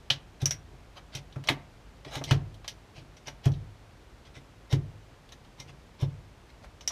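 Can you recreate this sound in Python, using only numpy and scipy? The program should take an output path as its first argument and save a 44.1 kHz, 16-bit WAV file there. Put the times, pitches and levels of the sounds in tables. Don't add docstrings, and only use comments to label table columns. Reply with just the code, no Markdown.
import sys
import numpy as np
from scipy import signal
from scipy.fft import rfft, irfft, next_fast_len
from scipy.io import wavfile
from scipy.ndimage import uniform_filter1d

SR = 44100
rng = np.random.default_rng(int(sys.argv[2]) if len(sys.argv) > 2 else 0)


def dump(signal):
    limited = np.clip(np.atleast_2d(signal).T, -1, 1)
    pcm = np.round(limited * 32767).astype(np.int16)
    wavfile.write(sys.argv[1], SR, pcm)


def level_to_linear(level):
    exponent = np.asarray(level, float) / 20
    return 10 ** exponent


N = 305127


def peak_one(x):
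    return x / (np.max(np.abs(x)) + 1e-12)


def add(track, piece, s):
    at = round(s * SR)
    track[at:at + len(piece)] += piece[:len(track) - at]


def ring(force, hz, t60):
    r = level_to_linear(-60 / (t60 * SR))
    w = 2 * np.pi * hz / SR
    return signal.lfilter([0, np.sin(w)], [1, -2 * r * np.cos(w), r * r], force + 1e-18)


def body(force, modes, spread_db, scatter=True):
    chance = rng.standard_normal((len(modes), 2))
    sides = np.sign(chance[:, 1]) if scatter else np.ones(len(modes))
    out = 0
    for (hz, db, t60), c, side in zip(modes, chance[:, 0], sides):
        out = out + side * level_to_linear(db + spread_db * c) * ring(force, hz, t60)
    return out


def crowd(low_hz, high_hz, t60, count):
    ratio = high_hz / low_hz
    return [(low_hz * ratio ** ((k + u) / count), 0, t60) for k, u in enumerate(rng.random(count))]


# f/Hz, level/dB
AIR_COLOUR = [(12, -59), (20, -16.5), (48, 6.5), (70, 0.5), (130, -4), (198, -9), (759, -15), (976, -17),
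              (3340, -25.5), (6360, -32), (12100, -42.5), (14700, -45.5), (16000, -70)]


def air(level_db=-53):
    size = next_fast_len(N)
    hz = np.maximum(np.arange(size // 2 + 1) * SR / size, 1)
    f, db = np.array(AIR_COLOUR).T
    colour = level_to_linear(np.interp(np.log(hz), np.log(f), db))
    noise = irfft(rfft(rng.standard_normal(size)) * colour, size)[:N]
    return level_to_linear(level_db) * noise / np.std(noise)


def shop(x, t60_s=0.54, wall_cut_hz=2770):
    out = np.zeros(N)
    dull = np.exp(-2 * np.pi * wall_cut_hz / SR)
    lags = (rng.uniform(.006, .03, 12) * SR).astype(int)
    for k, lag in enumerate(lags):
        loop, state = x.copy(), [0.]
        gain = level_to_linear(-60 * lag / SR / t60_s)
        for i in range(lag, N, lag):
            back, state = signal.lfilter([gain * (1 - dull)], [1, -dull], loop[i - lag:i], zi=state)
            loop[i:i + lag] += back[:N - i]
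        out += (loop - x) * (-1) ** k
    for lag in (47, 113):
        gap = np.zeros(lag - 1)
        out = signal.lfilter(np.r_[-.6, gap, 1], np.r_[1, gap, -.6], out + 1e-18)
    return out


# f/Hz, level/dB, t60/s
ROD_MODES = [(2945, 0, .06), (3030, -8, .08), (3165, -3, .07), (3260, -4, .09), (3420, -5, .09),
             (3600, -8, .08), (3725, -6, .08), (3840, -4, .08), (4040, -8, .07), (4156, -8, .07),
             (4300, -10, .07), (4640, -9, .06)]
TUNNEL_MODES = [(555, 2.5, 0.06), (601, 4.5, 0.08), (698.5, 2, 0.12), (760, -6, 0.089), (892, -2, 0.12),
                (997, -9, 0.07), (1116, -10, 0.05), (1366, 2, 0.03)]
GATE_MODES = [(1672, -6, 0.096), (1944, -8.5, 0.13), (2090, -9.5, 0.2), (2253, 8, 0.019), (2360, -3, 0.052),
              (2558, 2.5, 0.05)]
# t/s of greatest speed, length/ms, level/dB, tunnel share/dB
STROKES = [(.421, 54, -45.5, -3), (.976, 52, -50, -1), (1.158, 94, -43.5, -6), (1.327, 20, -68, -15),
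           (1.468, 67, -57, 6.5), (2.085, 90, -51, 0), (2.15, 118, -40, -2.5), (2.221, 40, -69, 4),
           (2.295, 82, -41.5, -5.5), (2.978, 93, -52.5, -3), (3.176, 30, -61, -16),
           (3.278, 61, -45.5, -3.5), (3.46, 68, -43, -5.5), (4.27, 61, -58, -5.5), (4.366, 67, -51.5, -16),
           (4.727, 77, -41.5, -1), (5.328, 32, -52.5, -9), (5.603, 66, -51.5, -5), (5.693, 51, -54, -1.5),
           (6.021, 88, -46.5, 1), (6.501, 36, -60, -16), (6.64, 48, -58.5, 3), (6.908, 27, -46, 4)]


def slides(grains_per_s=4000, damping=0.17, bright_db=-6.5, pins_db=-8):
    out, t_ms = np.zeros(N), np.arange(8000) / SR * 1000
    for fastest, length_ms, db, dull_db in STROKES:
        rise_ms = .45 * length_ms
        speed = np.interp(t_ms, [0, rise_ms, length_ms], [0, 1, 0]) ** 1.11
        sizes = level_to_linear(2.7 * np.minimum(rng.exponential(1, len(t_ms)), 3))
        sizes = sizes * rng.choice([-1, 1], len(t_ms))
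        grains = (rng.random(len(t_ms)) < grains_per_s / SR) * sizes * speed
        bushes = crowd(4600, 6600, .06, count=20)
        burrs = crowd(6600, 13000, .04, count=24)
        shares = ((ROD_MODES + GATE_MODES, 0), (TUNNEL_MODES, dull_db),
                  (bushes, bright_db), (burrs, bright_db + pins_db))
        for part, share_db in shares:
            damped = [(hz, mode_db / 2, damping * t60) for hz, mode_db, t60 in part]
            rub = body(grains, damped, spread_db=5.0)
            loudest = np.sqrt(np.max(uniform_filter1d(rub ** 2, size=600)))
            add(out, level_to_linear(db + share_db) * rub / loudest, fastest - rise_ms / 1000)
    return out


# f/Hz, level/dB, t60/s
CATCH_MODES = [(5370, -15, .06), (5625, -2, .05), (5690, -6, .06), (5742, -8, .14), (5880, -1, .05),
               (5960, -9, .06), (6250, -17, .05)]
PIN_MODES = [(6650, 0, .05), (7500, -2, .05), (8100, -5, .04), (9300, -8, .04), (12300, -12, .04),
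             (13300, -10, .04), (14300, -12, .04)]
PARTS = (ROD_MODES, TUNNEL_MODES, GATE_MODES, CATCH_MODES, PIN_MODES)
# t/s, strength/dB, brightness/dB per octave
SNAPS = [
    (.4573, -15, 2.5),
    (.5088, -17.5, 0),
    (3.2725, -33, -1),
    (6.8763, -17, 2),
]
TICKS = [(.4174, -45.5, 8.5), (1.1512, -34.5, 4.5), (1.4735, -31, -1.5), (2.181, -44, -6),
         (2.2397, -30.5, 0.5), (2.6789, -28, 0.5), (3.1688, -49, -2.5), (3.5182, -48, -2), (4.7115, -44, 0),
         (5.3224, -45.5, 0), (5.6004, -38, 0.5), (6.809, -43, -3.5)]
CLACKS = [(.1022, -11.5, 6.5), (.1052, -7.5, -1), (.9707, -42.5, 0.5), (1.135, -53, 2), (1.3247, -44, 7),
          (2.2823, -47, 0.5), (2.5433, -50, 16), (3.5375, -44.5, 8), (4.2517, -50, 0.5), (5.2909, -48, 13),
          (6.001, -46, 14)]
CLANKS = [(1.4393, -41.5, 0.5), (2.0486, -42.5, -3), (2.1301, -46, -3), (2.154, -31.5, 1.5),
          (2.3101, -20.5, -1.5), (2.645, -43.5, -2.5), (3.2809, -36, -2.5), (4.3534, -50, -2),
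          (4.7263, -29.5, 0.5), (5.448, -56, -1), (6.013, -48, 7.5)]
BUMPS = [
    (1.3599, -38.5, -0.5),
    (2.2139, -35, -2),
    (3.4565, -23.5, 5),
    (6.6442, -38, 0.5),
]
SLAMS = [
    (1.4868, -17.5, -2),
    (1.4895, -16.5, 0),
]
# rods level/dB, tunnel level/dB, gate level/dB, catch level/dB, pins level/dB
SNAP_SHARE = (-11, -17.5, -15, 4, -10.5)
TICK_SHARE = (2, -11, -9.5, 3.5, -3.5)
CLACK_SHARE = (-0.5, -22.5, -15, -18, -28)
CLANK_SHARE = (2, -3.5, -1, -5.5, -4)
BUMP_SHARE = (-19, -1, -11, -17, -15.5)
SLAM_SHARE = (1.5, -8, 0, -11, -8.5)


def blows(middle_hz=3400):
    centres = np.array([np.sqrt(part[0][0] * part[-1][0]) for part in PARTS])
    octaves = np.log2(centres / middle_hz)
    kinds = ((SNAPS, SNAP_SHARE), (TICKS, TICK_SHARE), (CLACKS, CLACK_SHARE),
             (CLANKS, CLANK_SHARE), (BUMPS, BUMP_SHARE), (SLAMS, SLAM_SHARE))
    found = []
    for rows, share_db in kinds:
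        for s, db, tilt_db in rows:
            found.append((s, *(db + np.array(share_db) + tilt_db * octaves)))
    return sorted(found)


# f/Hz, level/dB, t60/s
CATCH_OVERTONES = [(12340, -31, .06), (13400, -29.5, 0.059), (14200, -26, .06)]


def contacts(chatter_s=0.0016, crack_db=-3, crack_s=0.018, crowd_db=-2, crowd_t60=0.032, lead_s=0.00023):
    out, t = np.zeros(N), np.arange(10000) / SR
    fade = np.cos(np.pi / 2 * t / t[-1])
    for s, *strength_db in blows():
        snap = 1 / (1 + level_to_linear(2 * (strength_db[0] - strength_db[3] - 0.5)))
        for part, db in zip(PARTS, strength_db):
            force = rng.standard_normal(len(t)) ** 3 * .015 * np.exp(-t / chatter_s)
            force[0] = 1
            low, high = part[0][0] * .96, part[-1][0] * 1.03
            noise = rng.standard_normal(len(t)) * np.exp(-t / crack_s)
            band = signal.butter(2, [low, high], "band", fs=SR, output="sos")
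            crack = signal.sosfilt(band, noise)
            near = body(force, crowd(low, high, crowd_t60, count=16), spread_db=-0.5)
            loose = level_to_linear(crowd_db) * peak_one(near) + level_to_linear(crack_db) * peak_one(crack)
            own, rest = 1, 1
            if part is PIN_MODES:
                own = .4
            if part is CATCH_MODES:
                own, rest = snap, 1.3 - snap
                sung = body(force, CATCH_MODES + CATCH_OVERTONES, spread_db=-2.5, scatter=False)
                sung = sung * (1 - np.exp(-t / .0004))
            else:
                sung = body(force, part, spread_db=1.0)
            blow = peak_one(own * peak_one(sung) + rest * loose)
            add(out, level_to_linear(db) * fade * blow, s - lead_s)
    return out


# t/s, boom level/dB
GEARS_HOME = [
    (0.4221, -20),
    (2.31, -11.5),
    (3.4586, -11.5),
    (4.7267, -13.5),
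    (6.0219, -17),
]
# t/s, boom level/dB, knock level/dB against the boom
LIGHT_SHOVES = [(.106, -30, -10.5), (.728, -47.5, -3.5), (1.148, -33.5, -13), (1.361, -28, -8.5),
                (1.496, -26.5, 3), (2.056, -40.5, 2.5), (2.16, -31.5, -5), (2.205, -35.5, 0),
                (2.268, -35, -12), (2.974, -42, -8), (3.014, -41.5, -10), (3.266, -41, -4.5),
                (4.364, -42.5, -2.5), (5.592, -43, -12), (5.655, -43, -11), (5.689, -39, -16)]


def stops(home_sway_db=-13, home_knock_db=-13, shove_sway_db=-20):
    homes = [(s, db, db + home_sway_db, db + home_knock_db) for s, db in GEARS_HOME]
    shoves = [(s, db, db + shove_sway_db, db + knock_db) for s, db, knock_db in LIGHT_SHOVES]
    return sorted(homes + shoves)


# f/Hz, level/dB, t60/s
PAN_SLOW_MODES = [(43.6, -0.5, 1), (58, -22, 0.94), (77.8, -0.5, 0.74), (96.6, 9.5, 0.48)]
PAN_FAST_MODES = [(107, -12, 1), (126, -43, 0.71), (137.4, 10, 0.28), (133, -8, 0.17), (155, 0.5, 0.45),
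                  (176, -37, 0.033)]
# f/Hz, level/dB, t60/s
COVER_MODES = [(232, -8, .1), (255, -7, .2), (274, -1, .24), (293, -1, .22), (335, -5, .2), (370, -6, .16),
               (412, 1, .12), (480, -5, .1)]


def thuds(push_s=0.0094, knock_s=0.00014, knock_lag_s=0.00404, rattle_db=-3, rattle_s=0.023,
          flap_db=-8, flap_s=0.066):
    t = np.arange(30000) / SR
    push = np.sin(2 * np.pi * t / push_s) * (t < push_s) * (0.74 + 0.45 * t / push_s)
    knock = t * np.exp(-t / knock_s)
    panels = signal.butter(2, [210, 750], "band", fs=SR, output="sos")
    sheets = signal.butter(2, [185, 380], "band", fs=SR, output="sos")
    swell = (1 - np.exp(-t / 0.0017)) * np.exp(-t / rattle_s)
    out = np.zeros(N)
    for s, boom_db, sway_db, knock_db in stops():
        boom = peak_one(body(push, PAN_FAST_MODES, spread_db=0.0, scatter=False))
        sway = peak_one(body(push, PAN_SLOW_MODES, spread_db=0.5, scatter=False))
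        add(out, level_to_linear(boom_db) * boom - level_to_linear(sway_db) * sway, s)
        rattle = signal.sosfilt(panels, rng.standard_normal(len(t)) * swell)
        cover = peak_one(body(knock, COVER_MODES, spread_db=0.5))
        flap = signal.sosfilt(sheets, rng.standard_normal(len(t)) * np.exp(-t / flap_s))
        cover = cover + level_to_linear(rattle_db) * peak_one(rattle) + level_to_linear(flap_db) * peak_one(flap)
        add(out, level_to_linear(knock_db) * peak_one(cover), s + knock_lag_s)
    return out


def scene(shop_db=-25):
    dulling = signal.butter(1, 6550, fs=SR, output="sos")
    steel = signal.sosfilt(dulling, contacts() + slides())
    return (steel + level_to_linear(shop_db) * shop(steel) + thuds() + air())[None]


def band_limit(x):
    return signal.sosfilt(signal.butter(12, 16390, fs=SR, output="sos"), x)


def record(dry):
    top_cut = signal.cheby2(10, 40, 15600, fs=SR, output="sos")
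    return band_limit(signal.sosfilt(top_cut, dry))


dry = scene()
out = record(dry)
dump(out)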